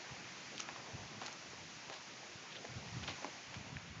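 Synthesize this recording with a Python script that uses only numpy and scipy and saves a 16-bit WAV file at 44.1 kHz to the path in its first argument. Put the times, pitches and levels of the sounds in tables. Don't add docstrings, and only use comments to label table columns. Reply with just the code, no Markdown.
import sys
import numpy as np
from scipy import signal
from scipy.fft import rfft, irfft
from scipy.io import wavfile
from scipy.ndimage import uniform_filter1d

SR = 44100
rng = np.random.default_rng(int(sys.argv[2]) if len(sys.argv) > 2 else 0)


def store_wav(level_fs):
    pcm = np.round(np.clip(np.atleast_2d(level_fs), -1, 1) * 32767)
    wavfile.write(sys.argv[1], SR, pcm.T.astype(np.int16))


N = 176400

# f/Hz, level/dB
CROWN_SPECTRUM = [(22, -75.5), (32, -52.5), (50, -23), (80, -11.5), (125, -2), (170, -1.5), (260, -2),
                  (400, -4.5), (520, -5.3), (800, -4), (1200, -6), (1600, -10.5), (2500, -27.5),
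                  (5000, -48.5)]
# t/s, level/dB
CROWN_GUSTS = [(0, -54), (0.549, -54.5), (.85, -54), (1.5, -57), (1.9, -56.5), (2.36, -57.5), (2.75, -55.5),
               (3.2, -55), (3.5, -56.5), (4, -57)]
def far_crowns():
    return foliage(CROWN_SPECTRUM, CROWN_GUSTS, patchy_db=2.0, flutter_db=0.3)


# f/Hz, level/dB
LEAF_SPECTRUM = [(300, -37), (900, -12.5), (1500, -3.5), (2000, 0), (2550, -0.5), (3100, -4), (4000, -7.5),
                 (5500, -11.5), (7000, -9.5), (9000, -34)]
# t/s, level/dB
LEAF_GUSTS = [(0, -53), (.6, -54), (1.299, -55), (1.8, -55), (2.36, -55), (2.75, -54.5), (3.15, -53),
              (3.499, -54.5), (4, -55.5)]
def leaves(ticks_per_s=350, tick_db=-66.5):
    touches = clicks(N, ticks_per_s, spread_db=2.0)
    ticks = unit_rms(colour(touches, LEAF_SPECTRUM) * envelope(LEAF_GUSTS))
    rustle = foliage(LEAF_SPECTRUM, LEAF_GUSTS, patchy_db=0.74, flutter_db=0.0)
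    return rustle + amp(tick_db) * ticks


# f/Hz, level/dB
FROND_SPECTRUM = [(1000, -34.5), (2500, -2.5), (3500, -3), (4500, 2), (6000, 3.5), (6900, -1), (8000, -6)]
# t/s, level/dB
FROND_GUSTS = [(0, -55), (.55, -54), (.9, -55.5), (1.5, -54.5), (2.36, -55.5), (2.8, -55), (3.2, -53),
               (3.499, -56.5), (3.78, -59), (4, -62)]
def near_fronds():
    return foliage(FROND_SPECTRUM, FROND_GUSTS, patchy_db=0.54, flutter_db=0.14)


def foliage(spectrum, gusts, patchy_db, flutter_db, size=512):
    hop = size // 4
    frames = N // hop + 5
    real, imag, patches = rng.standard_normal((3, frames, size // 2 + 1))
    patches = uniform_filter1d(patches, size=18, axis=0)
    patches = unit_rms(uniform_filter1d(patches, size=6, axis=1))
    flutter = unit_rms(uniform_filter1d(rng.standard_normal(frames), size=18))[:, None]
    spectra = (real + 1j * imag) * amp(patchy_db * patches + flutter_db * flutter)
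    noise = signal.istft(spectra.T, nperseg=size, noverlap=size - hop)[1][:N]
    return envelope(gusts) * unit_rms(colour(noise, spectrum))


# centre t/s, Gaussian half-width/s, level/dB
EDDIES = [(.129, .01, -49), (0.952, .01, -43.5), (1.018, 0.033, -53.5), (1.174, 0.01, -50),
          (1.6, 0.12, -61.5), (2.358, 0.0039, -50.5), (2.71, 0.016, -53), (2.777, 0.012, -45),
          (2.85, 0.12, -54.5), (2.94, .012, -43.5), (2.97, 0.0087, -40), (3.031, 0.029, -47.5),
          (3.101, .035, -51), (3.495, 0.024, -58.5), (3.577, 0.019, -47.5), (3.613, 0.0094, -48.5),
          (3.67, 0.043, -56), (3.73, 0.015, -48), (3.764, 0.016, -45.5), (3.911, 0.0062, -47),
          (3.969, 0.11, -53.5)]
# f/Hz, level/dB
EDDY_SPECTRUM = [(20, -60), (30, -43), (40, -24), (54, -13.5), (86, -2), (115, 1.5), (170, -1.5), (240, -9),
                 (350, -22), (700, -49), (2000, -74.5)]
def buffets(turbulence=.08, size=16384):
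    out, t = np.zeros(N), (np.arange(size) - size // 2) / SR
    for centre, half_width, db in EDDIES:
        swell = np.exp(-.5 * (t / half_width) ** 2)
        churn = turbulence * rng.standard_normal(size) * swell
        eddy = colour(churn - (t == 0), EDDY_SPECTRUM)
        eddy *= amp(db) * np.linalg.norm(swell) / np.linalg.norm(eddy)
        add(out, centre + t[0], eddy[centre + t >= 0])
    return out


# t/s, level/dB over 3 ms, centre f/Hz, width/octaves, crumble decay/s
IMPACTS = [(.5800, -40, 3400, 0.81, 0.00044), (.5955, -45, 4500, 0.96, .0012),
           (.6000, -40.5, 1000, 2.1, 0.0011), (.6028, -39.5, 2800, 0.33, 0.0013),
           (.6032, -36.5, 6400, 0.15, .001), (0.6879, -38.5, 1140, 0.8, 0.0018),
           (.6950, -46, 1080, 0.59, .0006), (.7612, -44, 750, 1.3, 0.0013), (1.2188, -42, 560, 0.59, .0013),
           (1.2420, -53, 1400, 0.79, .0008), (1.263, -40, 3600, 1, 0.0004), (1.2682, -43, 4800, .5, .0005),
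           (1.2818, -43, 1700, 1.4, 0.00089), (1.3278, -46, 6050, 0.36, 0.00066),
           (1.531, -48, 500, 0.46, .002), (1.8988, -41.5, 1100, 1.4, 0.0011),
           (2.6453, -43.5, 484, 0.46, 0.002), (2.6514, -41, 600, 1.2, 0.0011),
           (3.0382, -43.5, 2870, 0.26, .0014), (3.0827, -43, 1080, 0.55, 0.0012),
           (3.0865, -40, 595, 0.63, .0018), (3.1008, -52, 2400, 1.3, .001),
           (3.1072, -52, 1500, 1.6, 0.00052), (3.2445, -35, 985, 0.25, 0.0009),
           (3.2455, -38.5, 450, 1.7, 0.00084), (3.543, -45, 1580, 1.1, 0.0013),
           (3.7685, -40.5, 1730, .5, 0.001)]
def taps(grit=0.77, size=600):
    out, t = np.zeros(N), np.arange(size) / SR
    for start, db, hz, octaves, decay in IMPACTS:
        crumble = grit * rng.standard_normal(size) * np.exp(-t / decay)
        tap = resonance((t == 0) + crumble, hz, octaves)
        add(out, start, amp(db) * tap * np.sqrt(.003 * SR) / np.linalg.norm(tap))
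    return out


# start t/s, duration/s, level/dB, centre f/Hz, width/octaves
SLIDES = [(0.592, 0.045, -51, 2800, 2), (0.693, 0.044, -59, 990, 1.1), (1.206, .125, -50.5, 650, 1.9),
          (1.896, 0.083, -54, 550, 0.81), (1.92, 0.063, -53, 2100, 1.3), (2.067, 0.022, -56.5, 1100, 1.4),
          (2.504, .01, -54, 3000, 0.39), (2.523, 0.011, -51, 3140, 0.43), (2.55, .012, -49.5, 2560, 0.47),
          (2.563, 0.015, -50.5, 3300, 0.24), (2.552, 0.081, -58, 537, 0.44), (3.03, 0.026, -50, 875, 1.7),
          (3.075, 0.053, -45.5, 2600, 0.6), (3.079, 0.07, -53, 380, 1.45), (3.218, 0.04, -52.5, 450, 0.95),
          (3.245, .045, -50.5, 350, 0.86), (3.541, 0.029, -52, 1800, 1.2)]
def scrapes(contacts_per_s=900, rise_share=0.067, size=SR // 4):
    out = np.zeros(N)
    for start, duration, db, hz, octaves in SLIDES:
        contacts = unit_rms(clicks(size, contacts_per_s, spread_db=2.5))
        friction = contacts + 0.54 * rng.standard_normal(size)
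        count = min(int(duration * SR), size)
        swell = np.interp(np.linspace(0, 1, count), [0, rise_share, 1], [.3, 1, .25])
        scrape = resonance(friction[:count] * swell, hz, octaves)
        add(out, start, amp(db) * scrape * np.sqrt(count) / np.linalg.norm(scrape))
    return out


def resonance(force, hz, octaves, skirt_db=-27.5, size=1024):
    f = np.maximum(abs(np.fft.fftfreq(size, 1 / SR)), 1)
    peak = np.exp(-.5 * (np.log2(f / hz) / octaves) ** 2)
    passband = f ** 2 / (f ** 2 + 170 ** 2) / (1 + (f / 9000) ** 10)
    log_gain = np.log((peak + amp(skirt_db)) * passband + amp(-80))
    minimum_phase = np.exp(np.conj(signal.hilbert(log_gain)))
    return signal.fftconvolve(force, np.fft.ifft(minimum_phase).real[:size // 2])


def yard(direct, t60_s=.2, echo_db=-12.5):
    t = np.arange(SR // 2) / SR
    tail = clicks(len(t), per_s=2000, spread_db=2) * amp(-60 * t / t60_s) * (t > .002)
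    return direct + amp(echo_db) * signal.fftconvolve(direct, tail / np.linalg.norm(tail))[:N]


def clicks(count, per_s, spread_db):
    occurs = rng.random(count) < per_s / SR
    strength = np.minimum(rng.exponential(1, count), 4)
    return occurs * rng.choice([-1, 1], count) * amp(spread_db * strength)


def colour(x, spectrum):
    hz, db = np.transpose(spectrum)
    f = np.fft.rfftfreq(len(x), 1 / SR)
    gain = amp(np.interp(np.log(f + 1), np.log(hz + 1), db))
    return irfft(rfft(x) * gain, len(x))


def envelope(curve):
    return amp(np.interp(np.arange(N) / SR, *np.transpose(curve)))


def amp(db):
    return 10 ** (np.asarray(db) / 20)


def unit_rms(x):
    return x / np.sqrt(np.mean(x ** 2) + 1e-20)


def add(mix, start_s, sound):
    part = mix[max(round(start_s * SR), 0):][:len(sound)]
    part += sound[:len(part)]


def scene():
    trees = far_crowns() + leaves() + near_fronds()
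    mono = trees + buffets() + yard(taps() + scrapes())
    return np.array([mono, mono])


# f/Hz, level/dB
MIC_RESPONSE = [(20, -0.5), (6850, -1.5), (7300, -9), (7900, -25), (8600, -25.5), (9100, -37.5)]
BAND_LIMIT_HZ = 9200
def record(dry):
    heard = np.array([colour(channel, MIC_RESPONSE) for channel in dry])
    lowpass = signal.firwin(511, BAND_LIMIT_HZ, window=("kaiser", 9), fs=SR)
    return signal.oaconvolve(heard, lowpass[None], "same")


dry = scene()
out = record(dry)
store_wav(out)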